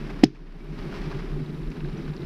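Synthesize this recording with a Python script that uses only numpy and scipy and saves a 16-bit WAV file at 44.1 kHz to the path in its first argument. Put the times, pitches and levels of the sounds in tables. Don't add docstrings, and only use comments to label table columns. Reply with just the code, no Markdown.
import sys
import numpy as np
from scipy import signal
from scipy.fft import rfft, irfft, next_fast_len
from scipy.io import wavfile
from scipy.ndimage import map_coordinates

SR = 44100
rng = np.random.default_rng(int(sys.argv[2]) if len(sys.argv) > 2 else 0)


def nominal_scale(level):
    x = np.asarray(level, float) / 20
    return 10 ** x


def put_to_file(sound):
    columns = np.atleast_2d(sound).T
    safe = np.clip(columns, -1, 1)
    whole_steps = np.round(safe * 32767)
    wavfile.write(sys.argv[1], SR, whole_steps.astype(np.int16))


N = 99225


def unit(x):
    return x / np.sqrt(np.mean(x ** 2) + 1e-20)


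def curve(rows):
    return np.interp(np.arange(N) / SR, *np.transpose(rows))


def wobble(rate):
    return map_coordinates(rng.standard_normal(400), [np.arange(N) * rate / SR])


def coloured(x, points):
    m = 2 * next_fast_len(N // 2 + 4096)
    f, db = np.transpose(points)
    log_f = np.log(np.fft.rfftfreq(m, 1 / SR) + 1)
    log_gain = np.interp(log_f, np.log(f), db, left=db[0] + 11) * np.log(10) / 20
    cepstrum = irfft(log_gain, m)
    cepstrum[1:m // 2] *= 2
    cepstrum[m // 2 + 1:] = 0
    return irfft(rfft(x, m) * np.exp(rfft(cepstrum)), m)[..., :N]


def ring(modes, levels_db, rise_s):
    t = np.arange(SR // 2) / SR
    tones = 0
    for (hz, db, t60), more_db in zip(modes, levels_db):
        tones = tones + nominal_scale(db + more_db - 60 * t / t60) * np.sin(2 * np.pi * hz * t)
    return (1 - np.exp(-t / rise_s)) ** 2 * tones


def add_at(out, s, sound):
    out[round(s * SR):][:SR // 2] += sound


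def resonance(hz, drift, rate):
    pitch = hz * (1 + drift * wobble(rate))
    return np.sqrt(2) * np.sin(2 * np.pi * np.cumsum(pitch) / SR)


def bursts(events, colour):
    t, white = np.arange(N) / SR, rng.standard_normal(N)
    size = sum((t > s) * nominal_scale(db - 60 * np.abs(t - s) / t60) for s, db, t60 in events)
    return coloured(white * size, colour) / np.std(coloured(white, colour))


# t/s, half length/s, level/dB
SLAB_JOINTS = [(0.03, 0.03, -42), (0.417, 0.13, -43.5), (0.721, 0.039, -35.5), (0.82, 0.013, -54),
               (0.867, .02, -36.5), (0.987, 0.056, -47), (1.074, 0.029, -31.5), (1.162, 0.019, -32),
               (1.219, 0.036, -36), (1.364, 0.039, -32), (1.426, 0.014, -32), (1.499, 0.034, -35.5),
               (1.608, 0.037, -45), (1.686, 0.038, -35), (1.789, 0.011, -31), (1.851, 0.039, -32.5),
               (1.94, 0.0095, -34.5), (2.001, 0.023, -33), (2.102, 0.045, -34), (2.219, .018, -35.5)]


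def tyre_load_db():
    t, floor_db = np.arange(N) / SR, -52.5
    swells = sum(nominal_scale(db) * np.exp(-((t - s) / half) ** 2) for s, half, db in SLAB_JOINTS)
    return 20 * np.log10(nominal_scale(floor_db) + swells)


def tyre_hum(load_db):
    level = nominal_scale(load_db + 1.0 * wobble(29.52))
    lower = resonance(148.9, 0.035, 25.0)
    upper = nominal_scale(-12 + 2.5 * wobble(7.75)) * resonance(165, 0.0251, 24.78)
    return level * (lower + upper)


# t/s, level/dB
ROUGHNESS = [(0, -46), (.17, -48.5), (.4, -46), (.66, -47.5), (0.8, -47), (0.932, -45.5), (1.03, -45),
             (1.506, -50), (1.728, -51.5), (1.978, -48), (2.25, -49)]
# f/Hz, level/dB
RUMBLE_TONE = [(100, -22.5), (140, -2), (200, -4.5), (350, -5.5), (420, -8), (500, -23), (620, -29),
               (900, -64.5)]


def frame_rumble(load_db):
    rough_db, level_db = curve(ROUGHNESS), -36.5
    from_load_db = 0.16 * (load_db - load_db.mean())
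    from_ground_db = 0.073 * (rough_db - rough_db.mean())
    shake_db = from_load_db + from_ground_db + 1.03 * wobble(35.41)
    return nominal_scale(level_db + shake_db) * unit(coloured(rng.standard_normal(N), RUMBLE_TONE))


# f/Hz, level/dB
GRIT_TONE = [(300, -13), (550, 0.5), (1300, -1.5), (2400, -5.5), (3500, -12), (5300, -15), (7000, -30.5),
             (12000, -41.5)]
# t/s, length/s, level/dB
GRIT_CRUNCHES = [(0.097, 0.017, -42), (0.345, 0.03, -40.5), (0.519, 0.0067, -43), (0.786, 0.016, -41.5),
                 (0.931, 0.0021, -35), (0.939, 0.046, -41.5), (1.012, 0.064, -46.5), (1.112, 0.011, -40.5),
                 (1.143, 0.013, -47), (1.187, 0.018, -42.5), (1.713, 0.015, -47), (1.765, 0.016, -49),
                 (1.805, 0.0072, -47), (1.849, 0.015, -50), (1.885, 0.013, -49), (1.966, 0.012, -51),
                 (2.076, 0.0055, -47), (2.17, 0.0054, -88)]


def tyre_grit():
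    t, crunch = np.arange(N) / SR, 0
    for s, length, db in GRIT_CRUNCHES:
        rise = np.clip((t - s) / 0.0028, 0, 1)
        fall = np.clip(1.6 - (t - s) / length, 0, 1)
        crunch = crunch + nominal_scale(db) * rise * fall
    grain_db = 3 * np.minimum(rng.exponential(size=N), 3.5)
    grains = unit(rng.standard_normal(N) * nominal_scale(grain_db))
    bed = nominal_scale(curve(ROUGHNESS) + .4 * wobble(18) + .6 * wobble(45) + .9 * wobble(120))
    white = coloured(rng.standard_normal(N), GRIT_TONE)
    return coloured(grains * np.hypot(bed, crunch), GRIT_TONE) / np.std(white)


def tyres():
    load_db = tyre_load_db()
    return tyre_hum(load_db) + frame_rumble(load_db) + tyre_grit()


# t/s, level/dB
SWING = [(0, -35.5), (.1, -35.5), (.17, -40), (.4, -27), (.7, -33), (0.8, -32.5), (0.884, -44),
         (1.364, -30), (1.43, -38), (1.45, -66), (1.684, -27), (1.748, -52), (1.832, -33), (1.918, -33),
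         (1.982, -69), (2.064, -33), (2.224, -65), (2.25, -31)]


def mount_sway():
    return nominal_scale(curve(SWING)) * resonance(30.8, 0.0872, 9.54)


# f/Hz, level/dB, t60/s
HOUSING_MODES = [(277.5, 9.3, .017), (749.5, -4.4, .014), (136, -30, .295), (407, -44, .35), (250, -44, .4),
                 (350, -46, .4), (307.7, -42.5, .45), (292.3, -45.4, .3), (177.8, -40.5, .34),
                 (424.5, -11.2, .02), (219.6, -18.6, .045)]
# t/s, f/Hz, level/dB, t60/s
CLIP_CLACKS = [
    (.2336, 2900, -25, .005),
    (.2362, 2050, -11, .008),
    (.2364, 2650, -13, .006),
    (.2364, 1540, -14, .009),
    (.2382, 4700, -8, .004),
    (.2382, 7500, -19, .003),
    (.2401, 3150, -12, .007),
    (.2403, 5200, -15, .008),
    (.2436, 5150, -10, .006),
    (.2436, 4300, -15, .006),
]
# t/s, level/dB, t60/s
RATTLE_CONTACTS = [
    (.2366, -25, .003),
    (.2383, -16.5, .003),
    (.24, -18, .005),
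    (.2437, -30, .004),
]
# f/Hz, level/dB
RATTLE_TONE = [(500, -20), (1200, -14), (2000, 0), (3500, -2), (5000, -1), (6500, -8), (9000, -16),
               (15000, -21)]
# t/s, level/dB, t60/s
AFTER_BUZZES = [
    (.2332, -33, .015),
    (.241, -42, .55),
    (.2495, -37, .02),
    (.2655, -39, .015),
]
# f/Hz, level/dB
BUZZ_TONE = [(600, -14), (2200, 0), (3500, -4), (5000, -2), (6500, -12), (7600, -34), (12000, -55)]


def knock():
    out = np.zeros(N)
    rise_s = .0067
    add_at(out, .2348, nominal_scale(20.6) * ring(HOUSING_MODES, np.zeros(len(HOUSING_MODES)), rise_s))
    out = signal.sosfiltfilt(signal.butter(3, 130, "high", fs=SR, output="sos"), out)
    for s, hz, db, t60 in CLIP_CLACKS:
        add_at(out, s, ring([(hz, db, t60)], [0], rise_s=.00015))
    return out + bursts(RATTLE_CONTACTS, RATTLE_TONE) + bursts(AFTER_BUZZES, BUZZ_TONE)


# t/s, teeth passed/count
TEETH_PASSED = [(.04, -9), (.4575, 0), (.9174, 10), (1.1145, 14), (1.4612, 22), (1.97, 34), (2.26, 41)]
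# t/s, level/dB
TICK_LEVEL = [(0, -52), (.4, -49), (.75, -47), (.83, -41), (.88, -46), (1.1, -44), (1.25, -46), (1.29, -43),
              (1.42, -47), (1.46, -37), (1.5, -41), (1.55, -40), (1.59, -44), (1.63, -41), (1.67, -45),
              (1.84, -40), (1.93, -44), (2.01, -41), (2.055, -37), (2.25, -37)]
# f/Hz, level/dB, t60/s
TICK_MODES = [(3850, 0, .011), (3500, -3, .009), (4200, -5, .009), (3150, -9, .008), (4700, -12, .007)]


def freewheel():
    scatter_db, muffle_db, rise_s = 1.3, 2, .0005
    s, teeth = np.transpose(TEETH_PASSED)
    tick_times = np.interp(np.arange(teeth[0], teeth[-1]), teeth, s)
    out = np.zeros(N + SR)
    for when, chance in zip(tick_times, rng.standard_normal((60, 6))):
        db = np.interp(when, *np.transpose(TICK_LEVEL)) + scatter_db * chance[0]
        add_at(out, when, nominal_scale(db + muffle_db) * ring(TICK_MODES, scatter_db * chance[1:], rise_s))
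    return out[:N]


# t/s, f/Hz, level/dB, t60/s
SMALL_PINGS = [(.094, 1500, -44, .03), (1.806, 2600, -43, .012), (.357, 2400, -41, .03),
               (.605, 2300, -56, .2), (.646, 11000, -43, .0015), (.927, 1300, -33, .008),
               (1.124, 1040, -46, .06), (1.128, 1650, -48, .05), (1.704, 6500, -47, .003),
               (1.975, 5850, -63, .07), (1.985, 5900, -68, .1), (2.166, 4400, -40, .005)]
# t/s, peak level/dB, f/Hz
BURSTING_STONES = [(0.949, -31, 1410), (1.1139, -34, 1080), (1.1947, -40, 1080), (1.6561, -49, 1350),
                   (1.7659, -43, 1480), (1.8043, -37, 1070), (1.8267, -40, 1220), (1.8484, -35, 1560),
                   (1.8916, -42, 990), (1.9754, -40, 1420), (2.0625, -39, 1260), (2.0796, -38, 1410),
                   (2.227, -49, 1040)]


def pings():
    stones = [(s, hz, db - 8, .015) for s, db, hz in BURSTING_STONES]
    out = np.zeros(N + SR)
    for (s, hz, db, t60), apart in zip(SMALL_PINGS + stones, rng.standard_normal((30, 3))):
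        modes = [(hz + .09 * a * 20 / t60, db, t60) for a in apart]
        add_at(out, s, ring(modes, np.zeros(3), rise_s=0.00012))
    return out[:N]


# f/Hz, level/dB
AIR_TONE = [(15, 1), (35, 20.5), (58, 15.5), (75, -16), (120, -5), (200, -41.5)]


def wind():
    air = unit(coloured(rng.standard_normal(N), AIR_TONE))
    return nominal_scale(-45.5 + 3 * wobble(8.9)) * air


# f/Hz, level/dB
HISS_TONE = [(300, -22), (3500, -17), (5500, -10), (7000, -1), (9000, -2), (12500, -3.5), (15200, -8)]


def circuits():
    whine = nominal_scale(-83.5 + 1.8 * wobble(12)) * resonance(10519, 0.00013, 20)
    return nominal_scale(-71) * unit(coloured(rng.standard_normal((2, N)), HISS_TONE)) + whine


def scene():
    return tyres() + mount_sway() + knock() + freewheel() + pings() + wind() + circuits()


def roll_off(x):
    return signal.sosfilt(signal.butter(12, 15910, fs=SR, output="sos"), x)


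def record(dry):
    duck_db, fast_db, recover_db_per_s = 15.5, 3.9, 33
    start_s, fast_fall_s, fall_s, hold_s = .2375, .0118, .045, .07
    turns_s = start_s + np.cumsum([0, fast_fall_s, fall_s, hold_s, duck_db / recover_db_per_s])
    t = np.arange(N) / SR
    stages = [t < turns_s[1], t < turns_s[2]]
    right_late_s = np.select(stages, [.0006, 0], .004)
    gain_db = np.interp([t, t - right_late_s], turns_s, [0, -fast_db, -duck_db, -duck_db, 0])

    def stepped(step_db):
        return step_db * np.round(gain_db / step_db)

    x = dry * nominal_scale(np.select(stages, [stepped(.65), gain_db], stepped(.5)))
    clip_top, clip_hard = 1.03, 20
    x = x / (1 + np.abs(x / clip_top) ** clip_hard) ** (1 / clip_hard)
    top_hz = 15560
    x = signal.sosfiltfilt(signal.cheby2(12, 40, top_hz, fs=SR, output="sos"), x)
    return roll_off(x)


dry = scene()
out = record(dry)
put_to_file(out)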